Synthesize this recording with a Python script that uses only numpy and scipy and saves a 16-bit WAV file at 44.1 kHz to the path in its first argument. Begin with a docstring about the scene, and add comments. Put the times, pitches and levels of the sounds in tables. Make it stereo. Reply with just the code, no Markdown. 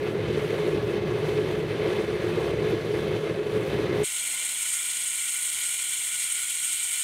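"""A gas burner fires down into a small open brick forge, heard from the front opening.
First a lumpy low roar: bands of chamber-coloured noise, swelling in whumps and dipping in gutters.
At about 4 s it turns within milliseconds to a bright jet hiss, noise shaped by the resonances and
cancellations of burner tube and chamber, its pitches creeping up, over a faint workshop floor."""
import sys
import numpy as np
from scipy import signal
from scipy.fft import rfft, irfft, next_fast_len
from scipy.io import wavfile
from scipy.ndimage import uniform_filter1d, map_coordinates

SR = 44100
rng = np.random.default_rng(int(sys.argv[2]) if len(sys.argv) > 2 else 0)


def unload_wav(signal):
    """Save mono or channel-first audio to the path in sys.argv[1] as 16-bit WAV at rate SR, clipped to [-1, 1]."""
    wavfile.write(
        sys.argv[1],
        SR,
        np.round(np.clip(np.atleast_2d(signal).T, -1, 1) * 32767).astype(np.int16),
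    )


N = 310023
SIZE = next_fast_len(N)
TIME_S = np.arange(N) / SR
HZ = np.maximum(np.arange(SIZE // 2 + 1) * SR / SIZE, 1)
SWITCH_S = 4.038   # middle of the change from roar to jet


def from_db(db):
    """Decibels to gain."""
    return 10 ** (np.asarray(db) / 20)


def rms_one(x):
    """Scaled to rms 1."""
    return x / np.sqrt(np.mean(x ** 2) + 1e-20)


def in_time(points):
    """A (seconds, value) table as a curve over all samples."""
    at_s, values = np.transpose(points)
    return np.interp(TIME_S, at_s, values)


def at_hz(points):
    """A (Hz, value) table read at every spectral bin, on a log axis."""
    point_hz, values = np.transpose(points)
    return np.interp(np.log(HZ), np.log(point_hz), values)


def bells(events, half_s):
    """Sum of bell-shaped bumps, each event a (seconds, height in dB)."""
    return sum(db * np.exp(-((TIME_S - at_s) / half_s) ** 2) for at_s, db in events)


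def drift(corner_hz):
    """Noise at every 20th sample through a double one-pole low-pass, run in; rms 1."""
    step = 20
    pole = np.exp(-2 * np.pi * corner_hz * step / SR)
    raw = rng.standard_normal(N // step + 4002)
    slow = signal.lfilter([1], [1, -2 * pole, pole * pole], raw)[4000:]
    return np.interp(np.arange(N) / step, np.arange(len(slow)), rms_one(slow))


def bell_hz(hz, width_hz):
    """Resonance curve of height 1."""
    return 1 / (1 + (2 * (HZ - hz) / width_hz) ** 2)


def colour(tilt, tilt_db, modes, notches):
    """Gain per bin: resonances add their power to a smooth slope, notches cut into the sum."""
    power = from_db(2 * (at_hz(tilt) + tilt_db))
    for hz, width_hz, db in modes:
        power = power + from_db(2 * db) * bell_hz(hz, width_hz) ** 2
    cut_db = sum(db * bell_hz(hz, width_hz) for hz, width_hz, db in notches)
    return np.sqrt(power) * from_db(cut_db)


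def stereo_noise(gain, likeness, balance):
    """Spectra of two partly alike channels of coloured noise."""
    mid, side = rfft(rng.standard_normal((2, SIZE)))
    alike = np.clip(at_hz(likeness), 0, 1)
    lean = from_db(at_hz(balance) / 2)
    mid, side = np.sqrt(1 + alike) * mid, np.sqrt(1 - alike) * side
    return gain * np.array([(mid + side) * lean, (mid - side) / lean])


def band(spectra, edges_hz, flicker_db):
    """The sound between the outer edges, in parts that each follow their own flicker; rms 1."""
    below = [1 / (1 + (HZ / hz) ** 12) for hz in edges_hz]
    total = 0
    for low, high in zip(below, below[1:]):
        part = irfft(spectra * (high - low), SIZE)[:, :N]
        total = total + part * from_db(flicker_db())
    return rms_one(total)


def steadied(x):
    """Slow chance swings of the level are partly taken out; rms 1."""
    span_s, share = 0.038, 0.61
    size = int(span_s * SR)
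    power = np.mean(x ** 2, axis=0)
    for _ in range(2):
        power = uniform_filter1d(power, size=size)
    return rms_one(x / (power + 1e-9) ** (share / 2))


def roar_noise():
    """Turbulent noise coloured by the chamber's resonances, less alike left and right in the treble."""
    # Each row: frequency in Hz, slope between the resonances in relative dB before the offset.
    tilt = [(15, -69), (25, -38), (107, -26), (157, -8.5), (260, -25), (414, -5), (461, -8.5), (749, -26),
            (2590, -32.5), (4300, -39.5), (5300, -45), (7000, -44), (12000, -46.5), (13500, -49.5),
            (15800, -56.5)]
    # Chamber resonances. Each row: frequency in Hz, width in Hz, relative level in dB.
    modes = [(71, 14, -15.5), (112.6, 22.7, -7.5), (152.3, 22, -7.5), (211.4, 19, -12.5),
             (274, 11.4, -14.5), (353, 62, -6), (422.7, 19, -2), (530, 56, -15.5), (642, 15, -23),
             (1106, 150, -32.5), (1690, 79, -27), (2115, 370, -29.5), (2566, 165, -30.5), (3073, 220, -33),
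             (3500, 300, -35.5), (3980, 350, -40), (4400, 370, -45.5), (6000, 850, -46.5), (8400, 600, -49),
             (9300, 2000, -46.5)]
    # Narrow gap in the airy top. Each row: frequency in Hz, width in Hz, gain in dB.
    notches = [(8820, 60, -13)]
    # Each row: frequency in Hz, left-right likeness (0 to 1).
    likeness = [(40, .9), (60, 1), (290, 0.98), (640, 0.94), (1200, 0.88), (3400, 0.92), (5000, 0.67),
                (6200, 0.55), (7300, 0.4), (9500, 0.53), (11500, 0.38), (15500, 0.34)]
    # Each row: frequency in Hz, left minus right in dB.
    balance = [(60, -0.9), (550, -2), (1850, -5), (3000, -2.5), (3900, -5), (6000, -3.6), (6700, -2),
               (8400, -0.5), (9300, -2.5), (15000, -1.5)]
    return stereo_noise(colour(tilt, -2.0, modes, notches), likeness, balance)


def roar():
    """Uneven burning: turbulent noise whose puffs shake boom, rumble, fizz and air partly together."""
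    # Vigour of the flame, as its fizz before the dips. Each row: time in seconds, level in dB.
    vigour = [(0.0, -40.5), (0.08, -37.5), (0.12, -41), (0.35, -36.5), (0.53, -37.5), (0.55, -36),
              (0.56, -39), (0.64, -36.5), (0.74, -39), (0.77, -36), (0.85, -40.5), (0.95, -37),
              (1.01, -40.5), (1.35, -37), (1.38, -34), (1.4, -38.5), (1.51, -37.5), (1.59, -40.5),
              (1.68, -37.5), (1.69, -37.5), (1.96, -35.5), (2.02, -38.5), (2.52, -36), (2.54, -40),
              (2.66, -36.5), (2.74, -37), (2.76, -40.5), (3.0, -36), (3.03, -38), (3.14, -36.5), (3.2, -41),
              (3.3, -36.5), (3.33, -41), (3.6, -39), (3.65, -40), (3.73, -36.5), (3.87, -36.5),
              (3.89, -38.5), (3.93, -35.5), (4.03, -36)]
    # Pockets of gas catch and the chamber booms. Each row: time in seconds, level change in dB.
    whumps = [(0.367, 7.5), (0.533, 5), (0.675, 5), (0.748, 10.5), (0.96, 5.5), (1.113, 3.5), (1.39, 10),
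              (1.865, 7.5), (1.986, 4.5), (2.169, 4), (2.247, 1.5), (2.382, 8), (2.741, 8), (2.948, 3),
              (3.119, 4.5), (3.566, 5), (3.798, 5), (3.915, 1), (3.968, -0.5), (4.017, 2.5)]
    # The flame gutters, mostly dipping the roar. Each row: time in seconds, level change in dB.
    gutters = [(0.274, -7), (0.41, -14), (0.48, -9), (0.801, -8), (1.006, -11), (1.208, -4.5), (1.336, -2),
               (1.671, -8), (1.781, -7), (2.063, -8), (2.215, -9), (2.332, -2), (2.535, 1), (2.809, -8),
               (3.056, -3), (3.203, -7), (3.286, -1), (3.341, -14), (3.44, -9), (3.519, -5), (3.622, 2),
               (3.675, -6), (3.874, -10)]
    # Low rumble before the dips. Each row: time in seconds, level in dB.
    rumble_levels = [(0.0, -36), (0.04, -36.5), (0.19, -33.5), (0.29, -30.5), (0.57, -35), (0.83, -31.5),
                     (0.93, -37), (0.95, -32), (2.13, -35), (2.39, -32.5), (2.43, -35), (2.65, -31),
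                     (2.68, -38), (2.7, -31), (2.81, -35.5), (3.16, -31.5), (3.27, -41), (3.31, -30),
                     (3.39, -40.5), (3.58, -31.5), (3.66, -37), (3.75, -29.5), (3.77, -33), (4.03, -31)]
    # Airy top before the dips. Each row: time in seconds, level in dB.
    air_levels = [(0, -59), (.07, -55), (.25, -60), (.36, -54.5), (.45, -53), (.57, -55), (.65, -53.5),
                  (.8, -58), (.92, -54), (1.0, -60.5), (1.15, -57.5), (1.36, -53), (1.43, -55), (1.5, -54),
                  (1.62, -57), (1.75, -58), (1.95, -54), (2.1, -56), (2.3, -54.5), (2.44, -52.5),
                  (2.57, -57.5), (2.7, -53.5), (2.78, -58), (3.0, -54), (3.08, -55.5), (3.3, -56.5),
                  (3.37, -59), (3.6, -54.5), (3.75, -53.5), (3.88, -58), (4.03, -50.5)]
    # Swing of the throaty band. Each row: time in seconds, relative level in dB.
    body_swing = [(0, -2.5), (.8, 1), (1.5, 0.5), (2.4, -1.5), (3.3, 0), (3.8, -1), (4.0, 3.5)]

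    fizz_db = in_time(vigour)
    boom_db_per_vigour_db = 0.48
    follow_db = boom_db_per_vigour_db * (fizz_db - np.mean(np.array(vigour)[:, 1]))
    dip_db = bells(gutters, half_s=0.015)
    surge_db = bells(whumps, half_s=0.012) + dip_db
    body_swing_db = in_time(body_swing)

    noise = roar_noise()
    puffs, flutter = drift(7.9), drift(93)
    boom = steadied(band(noise, [280, 385, 480],
                         lambda: 0.11 * puffs + 0.65 * flutter + 1.5 * drift(10.3)))
    # the chamber's main tone hums on
    ridge = steadied(band(noise * bell_hz(426.6, 17), [1, SR], lambda: 0.37 * drift(4.4)))
    # throaty band just under the main tone
    body = band(noise, [300, 390], lambda: body_swing_db + 1.1 * drift(6))
    # band just above the boom
    growl = band(noise, [480, 590, 737],
                 lambda: 0.26 * puffs + 2.1 * flutter + 0.41 * drift(23))
    rumble = steadied(band(noise, [1, 90, 133, 185, 280],
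                           lambda: 0.5 * puffs + 1.14 * drift(13.0)))
    fizz = band(noise, [700, 950, 1300, 1850, 2350, 2850, 3300, 4200, 5000, 6000],
                lambda: 0.5 * puffs + 0.69 * flutter + 0.85 * drift(4.2) + 0.9 * drift(26))
    air = band(noise, [6000, 6600, 7300, 8000, 8800, 9700, 10600, 11600, 12700, 14000, SR],
               lambda: 0.3 * puffs + 0.8 * flutter + 1.9 * drift(7.6) + 1.3 * drift(25))

    # boom takes whumps and gutters whole, the other layers a share
    mix = from_db(-32 + follow_db + surge_db) * boom
    mix = mix + from_db(in_time(rumble_levels) + 0.12 * dip_db) * rumble
    mix = mix + from_db(-41 + 0.9 * surge_db) * ridge
    mix = mix + from_db(-42 + 0.9 * surge_db) * body
    mix = mix + from_db(-38 + follow_db + 0.14 * surge_db) * growl
    treble = from_db(fizz_db) * fizz + from_db(in_time(air_levels)) * air
    return mix + from_db(0.043 * dip_db) * treble


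def warmed(spectra):
    """The air heats: the sound is read ever faster, so that all its pitches creep up."""
    rise_per_s, true_pitch_s = .002, 5.55   # share per second; when pitches pass their table values
    n = np.arange(SIZE)
    read = n + rise_per_s / (2 * SR) * (n - true_pitch_s * SR) ** 2
    doubled = 2 * irfft(spectra, 2 * SIZE)   # twice the sample rate, for clean interpolation
    return rfft([map_coordinates(x, [2 * read], order=3, mode="wrap") for x in doubled])


def jet_noise():
    """Noise coloured by resonances of tube and chamber and by paths that cancel at the opening."""
    # Each row: frequency in Hz, slope between the resonances in relative dB before the offset.
    tilt = [(15, -46), (25, -32.5), (1180, -29.5), (1430, -14.5), (1590, -24), (2330, -3.5), (2520, -14),
            (3300, -7.5), (4570, -20), (5980, -17), (8490, -3), (9460, -8), (15800, -27.5)]
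    # Resonances of tube and chamber: frequency in Hz.
    modes_hz = [1020, 1460, 1940, 2110, 2730, 3030, 3240, 3660, 4185, 4640, 4845, 5000, 5450, 5645, 6235,
                6500, 6680, 6820, 7050, 7430, 8340, 8550, 9040, 10170, 10420, 10770, 11150, 13670, 14150,
                15100]
    # Their shapes, in the same order. Each row: width in Hz, relative level in dB.
    shapes = [(190, -26.5), (127, -13), (76, -13), (90, -9), (55, -8), (78, -4), (260, -13.5), (230, -19),
              (200, -12), (70, -32), (80, -14.5), (80, -21.5), (150, -19), (110, -16), (90, -15),
              (120, -12), (90, -7), (120, -15), (150, -6), (200, -8), (150, -2), (200, -1), (80, -16),
              (200, -10), (140, -13.5), (200, -13), (174, -15), (200, -20.5), (330, -23), (400, -24)]
    # Cancellations. Each row: frequency in Hz, width in Hz, gain in dB.
    notches = [(1620, 80, -3), (2000, 50, -4), (2220, 50, -3), (2550, 80, -6), (3100, 40, -13),
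               (3570, 50, -9), (4010, 60, -7), (4510, 100, -6), (4740, 50, -4), (4915, 50, -8),
               (5220, 220, -4), (5800, 90, -5), (5940, 80, -7), (6120, 70, -6), (6920, 60, -6),
               (7235, 50, -5), (7550, 60, -5), (7760, 70, -3), (9150, 150, -6), (9370, 50, -4),
               (9510, 50, -4), (9980, 80, -3), (10290, 70, -6), (11280, 80, -6), (11620, 80, -4),
               (12160, 90, -5), (12490, 140, -4), (12960, 80, -5), (13460, 150, -5), (13850, 60, -5),
               (14450, 200, -2)]
    # Each row: frequency in Hz, left-right likeness (0 to 1).
    likeness = [(60, 0.8), (640, 0.73), (1100, 0.85), (1400, .997), (1900, 1), (6300, 1), (7000, 0.99),
                (8100, .985), (15000, .993)]
    # Each row: frequency in Hz, left minus right in dB.
    balance = [(60, -3.5), (700, -3), (1200, -.5), (1500, 0), (2560, 0), (2620, -2.5), (2820, -2.5),
               (2900, 0), (6400, 0), (7500, -1.6), (8500, -1.3), (10200, -0.8), (10500, -2.6),
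               (15500, -3.3)]
    gain = colour(tilt, -1.9, np.column_stack([modes_hz, shapes]), notches)
    return warmed(stereo_noise(gain, likeness, balance))


def jet():
    """The fast blue flame: smooth bright noise with a slight shared flicker, over the quiet workshop."""
    # Bright hiss. Each row: time in seconds, level in dB.
    bright_levels = [(4.06, -28.5), (4.09, -30), (4.51, -30), (4.69, -28), (4.84, -29.5), (5.48, -28),
                     (5.49, -29.5), (6.94, -28.5), (7.03, -29.5)]
    sink_db_per_s = -0.56
    sink_db = sink_db_per_s * (TIME_S - SWITCH_S)
    floor_db = -59 + sink_db + bells([(4.39, 5)], half_s=0.15)   # swells once

    noise = jet_noise()
    gusts, flutter = drift(21.0), drift(93)
    bright = band(noise, [5500, 7900, 10000, 12000, SR],
                  lambda: .5 * gusts + 0.99 * flutter + 0.99 * drift(46))
    lower = band(noise, [1040, 1670, 1920, 2220, 2620, 2860, 3080, 3600, 4100, 4460, 5220, 5560],
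                 lambda: 0.39 * gusts + 0.8 * flutter + 1.34 * drift(11.0))
    floor = band(noise, [152, 300, 603, 1086], lambda: 0.78 * drift(32) + 1.1 * gusts)
    deep = band(noise, [1, 150], lambda: 0.93 * drift(4.6))

    hiss = from_db(in_time(bright_levels)) * bright + from_db(-36) * lower
    workshop = from_db(floor_db) * floor + from_db(-67.5 + sink_db) * deep
    return hiss + workshop


def scene():
    """The roar fades out while the jet fades in."""
    fade_s = .016
    turn = np.clip((TIME_S - SWITCH_S) / fade_s + .5, 0, 1)
    return (1 - turn) * roar() + turn * jet()


def record(dry):
    """The input stage runs out of room and rounds the highest peaks; the top is cut steeply."""
    ceiling, cutoff_hz, ripple_db, stop_db = .27, 15760, .3, 70
    rounded = dry / (1 + (dry / ceiling) ** 4) ** .25
    low_pass = signal.ellip(18, ripple_db, stop_db, cutoff_hz, fs=SR, output="sos")
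    return signal.sosfilt(low_pass, rounded)


dry = scene()
out = record(dry)
unload_wav(out)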